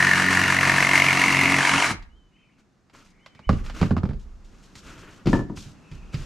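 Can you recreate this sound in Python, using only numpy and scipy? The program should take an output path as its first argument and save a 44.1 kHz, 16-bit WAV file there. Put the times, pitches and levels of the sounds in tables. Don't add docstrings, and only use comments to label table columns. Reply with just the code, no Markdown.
import sys
import numpy as np
from scipy import signal
from scipy.fft import rfft, irfft, next_fast_len
from scipy.io import wavfile
from scipy.ndimage import map_coordinates

SR = 44100
rng = np.random.default_rng(int(sys.argv[2]) if len(sys.argv) > 2 else 0)


def master(y):
    cut = np.clip(np.atleast_2d(y).T, -1, 1)
    pcm = np.round(cut * 32767)
    wavfile.write(sys.argv[1], SR, pcm.astype(np.int16))


N = 275625
T = np.arange(N) / SR
OUT_S, BRAKE_S = 1.845, 1.9135
COAST_DB_PER_S = 44
# pitch in Hz, width in Hz, level in dB.
CRACK_PEAKS = [(2160, 1000, 1), (4900, 1400, -3.5), (6900, 1400, -10)]


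def amp(db):
    return 10 ** (np.asarray(db) / 20)


def unit(x):
    return x / np.sqrt(np.mean(x ** 2) + 1e-20)


def after(s):
    return np.clip(T - s, 0, None)


def over_time(points):
    return np.interp(T, *np.transpose(points))


def along(points, hz):
    pitches, values = np.transpose(points)
    return np.interp(np.log(hz + 1), np.log(pitches + 1), values)


def wobble(rate):
    return map_coordinates(rng.standard_normal(int(N * rate / SR) + 4), [T * rate], order=1)


def grainy(depth_db, rate):
    return rng.standard_normal(N) * amp(depth_db * wobble(rate))


def filtered(x, response):
    size = next_fast_len(N + SR // 2)
    return irfft(rfft(x, size) * response(np.fft.rfftfreq(size, 1 / SR)), size)[..., :N]


def coloured(x, spectrum):
    return unit(filtered(x, lambda hz: amp(along(spectrum, hz))))


def resonances(x, peaks, soft_hz=20000):
    hz = np.fft.rfftfreq(SR // 4, 1 / SR)
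    modes = sum((-1) ** k * amp(db) * 1j * hz * width / (pitch ** 2 - hz ** 2 + 1j * hz * width)
                for k, (pitch, width, db) in enumerate(peaks))
    body = irfft(modes / (1 + 1j * hz / soft_hz) ** 2)
    return signal.fftconvolve(x, body / np.abs(body).max())[:N]


def struck(times, levels_db, peaks, rattle, t60, soft_hz):
    push, t = np.zeros(N + SR // 4), np.arange(SR // 4) / SR
    for s, db in zip(times, levels_db):
        blow = rattle * amp(-60 * t / t60) * rng.standard_normal(len(t))
        blow[0] = -1
        push[round(s * SR):][:len(t)] += amp(db) * blow
    return resonances(push, peaks, soft_hz)


def yard():
    spectrum = [(18, -29.5), (30, -4.5), (92, -6.5), (200, -1), (550, -17.5), (1300, -18.5), (1910, -24),
                (3000, -29.5), (6650, -31.5), (14900, -58)]
    swell = [(0, -63), (2.85, -64.5), (3.2, -61), (6.25, -52)]
    middle, side = amp(over_time(swell)) * coloured(rng.standard_normal((2, N)), spectrum)
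    return middle + np.outer([1, -1], 0.4 * side)


def shed_echo(x):
    fade_times = [(200, 0.38), (2000, 0.36), (10000, 0.099)]
    side_levels = [(60, -22), (700, -22), (2300, -18), (4300, -12), (14000, -5.5)]
    hz, t, noise = signal.stft(rng.standard_normal((2, SR // 2)), SR, nperseg=256)
    tail = signal.istft(noise * amp(-60 * t / along(fade_times, hz)[:, None]), SR, nperseg=256)[1]
    delayed = np.pad(x, (300, 0))[None]
    side, middle = signal.fftconvolve(delayed, tail / np.linalg.norm(tail[0]), axes=1)[:, :N]
    side = filtered(side, lambda hz: amp(along(side_levels, hz)))
    return amp(-18.5) * middle + np.outer([1, -1], side)


def bird_call(s, length, db, pitch):
    t = np.arange(0, length, 1 / SR)
    flutter = amp(db + 2.5 * wobble(69)[:len(t)])
    swell = np.sin(np.pi * (t / length) ** 0.6)
    tone = flutter * swell * np.sin(2 * np.pi * np.cumsum(pitch(t)) / SR)
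    return np.pad(tone, (round(s * SR), N))[:N]


def birds():
    # start, length and slide time in seconds, top pitch in Hz, level in dB.
    whistles = [(2.093, 0.25, 0.08, 3130, -67.5), (2.311, .24, 0.083, 3130, -68.5),
                (3.192, 0.23, 0.068, 3170, -65), (3.424, 0.18, .03, 3040, -56)]
    # start and length in seconds, pitch and its spread in Hz, level in dB.
    rasps = [(2.307, 0.38, 2440, 330, -67.5), (3.072, 0.34, 2140, 242, -66), (3.325, 0.38, 2204, 277, -59),
             (5.733, 0.94, 2600, 186, -60)]
    waver, shaken = 1 + 0.008 * wobble(110), wobble(600)
    song = np.zeros(N)
    for s, length, slide, top, db in whistles:
        glide = lambda t: np.interp(t, [0, slide, slide + .06], [top - 300, top, top - 120])
        song += bird_call(s, length, db, lambda t: glide(t) * waver[round(s * SR):][:len(t)])
    for s, length, hz, spread, db in rasps:
        song += bird_call(s, length, db, lambda t: hz + spread * shaken[:len(t)])
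    return song


def handling():
    moves = [(2.579, 0.044, -71, -65), (2.925, 0.13, -62.5, -54), (3.042, 0.073, -64.5, -72),
             (3.498, 0.14, -60, -49.5), (3.631, 0.15, -58.5, -48.5), (3.731, 0.2, -54, -43),
             (4.19, 0.059, -65.5, -73), (4.441, 0.063, -60.5, -78), (4.455, 0.65, -67, -63.5),
             (4.622, 0.065, -66, -65), (4.749, 0.055, -57, -56.5), (4.805, 0.43, -63, -51),
             (5.253, 0.18, -50.5, -47), (5.549, 0.17, -51.5, -57.5), (5.908, 0.083, -60.5, -55.5),
             (6.114, 0.22, -55, -47)]
    cloth_spectrum = [(880, -21), (1500, -36), (2540, -4), (6770, -5.5), (12400, -26.5), (14900, -33)]
    scrape_spectrum = [(100, 0.5), (300, -2.5), (800, -15.5), (1400, -5.5), (1800, -13), (3000, -15.5),
                       (5000, -42)]
    strength = np.zeros((2, N + SR))
    for s, length, *levels_db in moves:
        done = np.arange(0, 1.4, 1 / (length * SR))
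        shape = np.clip(np.minimum(done / 0.1, (1.4 - done) / 0.76), 0, 1) ** 2
        strength[:, round(s * SR):][:, :len(done)] += np.outer(amp(levels_db), shape)
    cloth = coloured(grainy(2.0, rate=150), cloth_spectrum) * amp(2.8 * wobble(25))
    scrape = coloured(grainy(2.4, rate=51), scrape_spectrum) * amp(1.3 * wobble(25))
    return strength[0, :N] * cloth + strength[1, :N] * scrape


def sway():
    pushes = [(1.93, -36.5), (3.0, -56), (3.469, -19.5), (3.8, -21.5), (4.02, -30.5), (4.209, -40.5),
              (4.42, -45), (4.85, -48), (5.249, -25), (5.91, -34.5), (6.17, -32)]
    rise_s, t60 = 0.024, 0.84
    kicks, t = np.zeros(N), np.arange(SR) / SR
    s, db = np.transpose(pushes)
    kicks[np.round(s * SR).astype(int)] = amp(db)
    swing = signal.fftconvolve(kicks, amp(-60 * t / t60) * (1 - np.exp(-t / rise_s)))[:N]
    return swing * coloured(rng.standard_normal(N), [(15, -9), (30, 14), (55, 8), (90, -6), (200, -65)])


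def pats():
    hits = [(5.661, -58, -35.5), (5.9154, -42, -35), (6.143, -29, -20)]
    board_peaks = [(130, 53, 0)]
    s, crack_db, thud_db = np.transpose(hits)
    return (struck(s, crack_db, CRACK_PEAKS, rattle=0.14, t60=0.1, soft_hz=8550)
            + struck(s, thud_db, board_peaks, rattle=0.04, t60=0.28, soft_hz=150))


def offcut():
    hits = [(5.258, -34, -37, -60, -16), (5.2701, -28.5, -25, -53, -9.5), (5.3304, -31.5, -15.5, -25.5, -8),
            (5.3919, -56, -27.5, -39, -23.5), (5.4986, -76, -38, -60, -23.5)]
    # pitch in Hz, width in Hz, level in dB.
    offcut_peaks = [(494, 180, 1.5), (740, 72, -0.5), (935, 88, 2.5), (1400, 330, -9.5), (2780, 77, -15)]
    ring_peaks = [(1750, 31, 0)]
    pile_peaks = [(74, 12, -11), (124.6, 27, -0.5), (210, 48, -0.5), (289, 35, 0), (351, 85, -5)]
    s, crack_db, clack_db, ring_db, thud_db = np.transpose(hits)
    return (struck(s, crack_db, CRACK_PEAKS, rattle=0.22, t60=0.12, soft_hz=9300)
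            + struck(s, clack_db, offcut_peaks, rattle=0.054, t60=0.15, soft_hz=2980)
            + struck(s, ring_db, ring_peaks, rattle=0.03, t60=0.23, soft_hz=3000)
            + struck(s, thud_db, pile_peaks, rattle=0.039, t60=0.28, soft_hz=600))


def knocks():
    hits = [(2.0245, -41, -60, -50), (2.898, -51, -54.5, -72), (2.9487, -45, -46, -64),
            (3.0606, -48, -61, -54), (3.2615, -37, -41.5, -66), (3.35, -45.5, -52, -48),
            (3.3923, -45, -41.5, -45), (3.492, -23.5, -12, -6), (3.5293, -35, -53.5, -14),
            (3.6627, -34.5, -46, -38), (3.6982, -31.5, -33.5, -33), (3.8137, -22.5, -22.5, -7),
            (3.8283, -25, -20, -23), (3.908, -33.5, -21, -7), (3.9664, -33.5, -25.5, -16.5),
            (3.9786, -36, -29.5, -23), (4.0333, -39, -29.5, -11.5), (4.054, -40.5, -32.5, -36),
            (4.0906, -41, -38, -19), (4.1086, -46, -35.5, -29), (4.133, -45.5, -46, -29.5),
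            (4.7545, -36.5, -51, -41), (5.573, -35.5, -39.5, -34)]
    # pitch in Hz, width in Hz, level in dB.
    saw_peaks = [(518, 91, -2), (983, 770, 2), (1290, 850, 3), (1900, 1600, -15.5)]
    sheet_peaks = [(75.3, 22, 0), (141.6, 74.6, 0), (199, 79.5, 0), (274, 80, -8), (393, 99, -13.5)]
    s, crack_db, clack_db, thud_db = np.transpose(hits)
    return (struck(s, crack_db, CRACK_PEAKS, rattle=0.12, t60=0.087, soft_hz=8500)
            + struck(s, clack_db, saw_peaks, rattle=0.11, t60=0.051, soft_hz=2310)
            + struck(s, thud_db, sheet_peaks, rattle=0.031, t60=0.23, soft_hz=600))


def sheet_shaking(strokes, loose, torn, flap):
    # multiple of the stroke rate, level in dB with the offcut held, and with it hanging.
    harmonics = [(1, -15.5, -10), (2, -2, -8.5), (3, -2, 1.5), (4, 2.5, -3.5), (5, -9.5, -7), (6, -9, 3),
                 (7, -12, -9.5)]
    hum = np.zeros(N)
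    for multiple, held_db, hanging_db in harmonics:
        db = held_db + (hanging_db - held_db) * np.minimum(loose, 1) + 2.7 * wobble(8)
        hum += amp(db) * np.sin(2 * np.pi * (multiple * strokes + rng.uniform()))
    spectrum = [(25, -12), (60, -14), (150, -2), (350, -3), (550, -15), (900, -62.5)]
    rumble = coloured(grainy(2.1, rate=22), spectrum)
    level_db = -34.5 + 7 * flap - 5 * torn - COAST_DB_PER_S * after(OUT_S) - 170 * after(BRAKE_S)
    return amp(level_db) * (unit(hum) + 0.72 * rumble)


def motor(upstroke, downstroke, push_db):
    spectrum = [(180, -41.5), (300, -10.5), (540, -19), (737, -8.5), (826, -14), (926, -4), (1420, -7),
                (2200, -7), (3420, -20), (9120, -23), (12200, -37), (14900, -59.5)]
    case_peaks = [(4070, 240, 0.5), (4510, 120, 8.5), (6260, 1400, -5.5), (9000, 84, 0)]
    gears = grainy(1.5, rate=35) * (1.6 + (T < OUT_S) * (upstroke + 0.12 * downstroke))
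    brake_db = np.maximum(-521 * after(BRAKE_S), -21 - 121 * after(BRAKE_S))
    level_db = -26 + .9 * push_db - COAST_DB_PER_S * after(OUT_S) + brake_db
    return amp(level_db) * (coloured(gears, spectrum) + .22 * unit(resonances(gears, case_peaks)))


def blade_chatter(strokes):
    pitches = [(0, 1795), (.8, 1848), (1.0, 2145), (1.5, 2152), (1.57, 1856), (1.65, 1750), (1.69, 2570),
               (1.74, 2145), (1.81, 2993), (1.85, 2027)]
    pitch_luck, level_luck = rng.standard_normal((2, 512))[:, np.floor(strokes + .4).astype(int)]
    past = (strokes + .4) % 1 - .53
    hz = over_time(pitches) * (1 + .06 * pitch_luck - .5 * past)
    burst = amp(2.5 * level_luck) * np.exp(-.5 * (past / .1) ** 2)
    return unit(burst * np.sin(2 * np.pi * np.cumsum(hz) / SR))


def cutting(strokes, upstroke, downstroke, push_db, loose, torn):
    # pitch in Hz, width in Hz, level in dB.
    held_peaks = [(910, 67, -12.5), (1423, 53, 0.5), (1797, 167, 7), (2200, 400, -5.5), (2885, 120, -9.5)]
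    hanging_peaks = [(724, 91, -8), (964, 53, -5.5), (1099, 160, -8.5), (1703, 130, -4.5), (2104, 175, 3),
                     (2658, 294, -1.5), (2930, 415, -6.5)]
    breaking_peaks = [(830, 100, -4), (954, 83, -2.5), (1550, 240, 1), (2276, 460, -4.5), (2753, 200, 0.5),
                      (3080, 430, -3)]
    first, second = rng.standard_normal((2, 951))[:, (strokes % 1 * 950).astype(int)]
    pattern = np.cos(np.pi * T) * first + np.sin(np.pi * T) * second
    grit = 0.62 * unit(pattern) + 0.67 * rng.standard_normal(N)
    held = np.maximum(1 - loose, 0)
    rub = amp(1.2 * push_db - 3 * held) * (0.17 + 0.72 * downstroke)
    teeth = grit * (upstroke + rub)
    rasp = np.zeros(N)
    for stage, peaks in enumerate([held_peaks, hanging_peaks, breaking_peaks]):
        share = np.clip(1 - np.abs(loose - stage), 0, 1)
        rasp += np.sqrt(share) * unit(resonances(teeth, peaks))
    level_db = -24 + .3 * push_db - 3.5 * torn + 2 * held - 305 * after(OUT_S)
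    return amp(level_db) * (rasp + amp(-3) * blade_chatter(strokes))


def stroke_pulse(strokes, rise):
    age = strokes % 1 / rise
    return age * np.exp(1 - age)


def jigsaw():
    speeds = [(0, 46.25), (1.0, 46.25), (1.2, 45.8), (1.45, 46.0), (1.6, 46.4), (1.85, 46.2)]
    pushing = [(0, -1), (.84, -1), (.88, -7), (.91, -2), (.96, 2), (1.1, 0.5), (1.5, 0), (1.535, -3),
               (1.62, 2.8), (1.85, 2)]
    hanging_s, tear_s, tear_length_s, flap_hz = 1.3, 1.54, .08, 5.6
    push_db = over_time(pushing)
    torn = np.clip(after(tear_s) / tear_length_s, 0, 1)
    flap = torn * np.cos(2 * np.pi * flap_hz * after(tear_s + 0.03))
    loose = np.clip(.1 + T / hanging_s * .8, 0, 1) + .7 * torn + .2 * flap
    speed = np.clip(over_time(speeds) - 91 * after(OUT_S) - 260 * after(BRAKE_S), 0, None)
    strokes = np.cumsum(speed) / SR - .14
    stroke_number = np.floor(strokes).astype(int) + 1
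    bite = amp(1.7 * rng.standard_normal((2, 512)))[:, stroke_number]
    upstroke = bite[0] * stroke_pulse(strokes, rise=0.089)
    downstroke = bite[1] * stroke_pulse(strokes - 0.57, rise=0.035)
    return (cutting(strokes, upstroke, downstroke, push_db, loose, torn)
            + motor(upstroke, downstroke, push_db) + sheet_shaking(strokes, loose, torn, flap))


def scene():
    # a sound, and how many dB louder it is on the left than on the right.
    parts = [(jigsaw(), .8), (knocks() + pats() + sway(), -2.5), (offcut(), 2.2), (handling() + birds(), 1)]
    placed = sum(x * amp([[pan_db / 2], [-pan_db / 2]]) for x, pan_db in parts)
    return placed + shed_echo(placed.mean(axis=0)) + yard()


def record(dry):
    ceiling, top_hz = .8, 15030
    rounded = dry / (1 + np.abs(dry / ceiling) ** 3.5) ** (1 / 3.5)
    treble = [(11000, 1), (13000, 4.5), (15000, -13.5)]
    return filtered(rounded, lambda hz: amp(along(treble, hz)) * (hz < top_hz))


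dry = scene()
out = record(dry)
master(out)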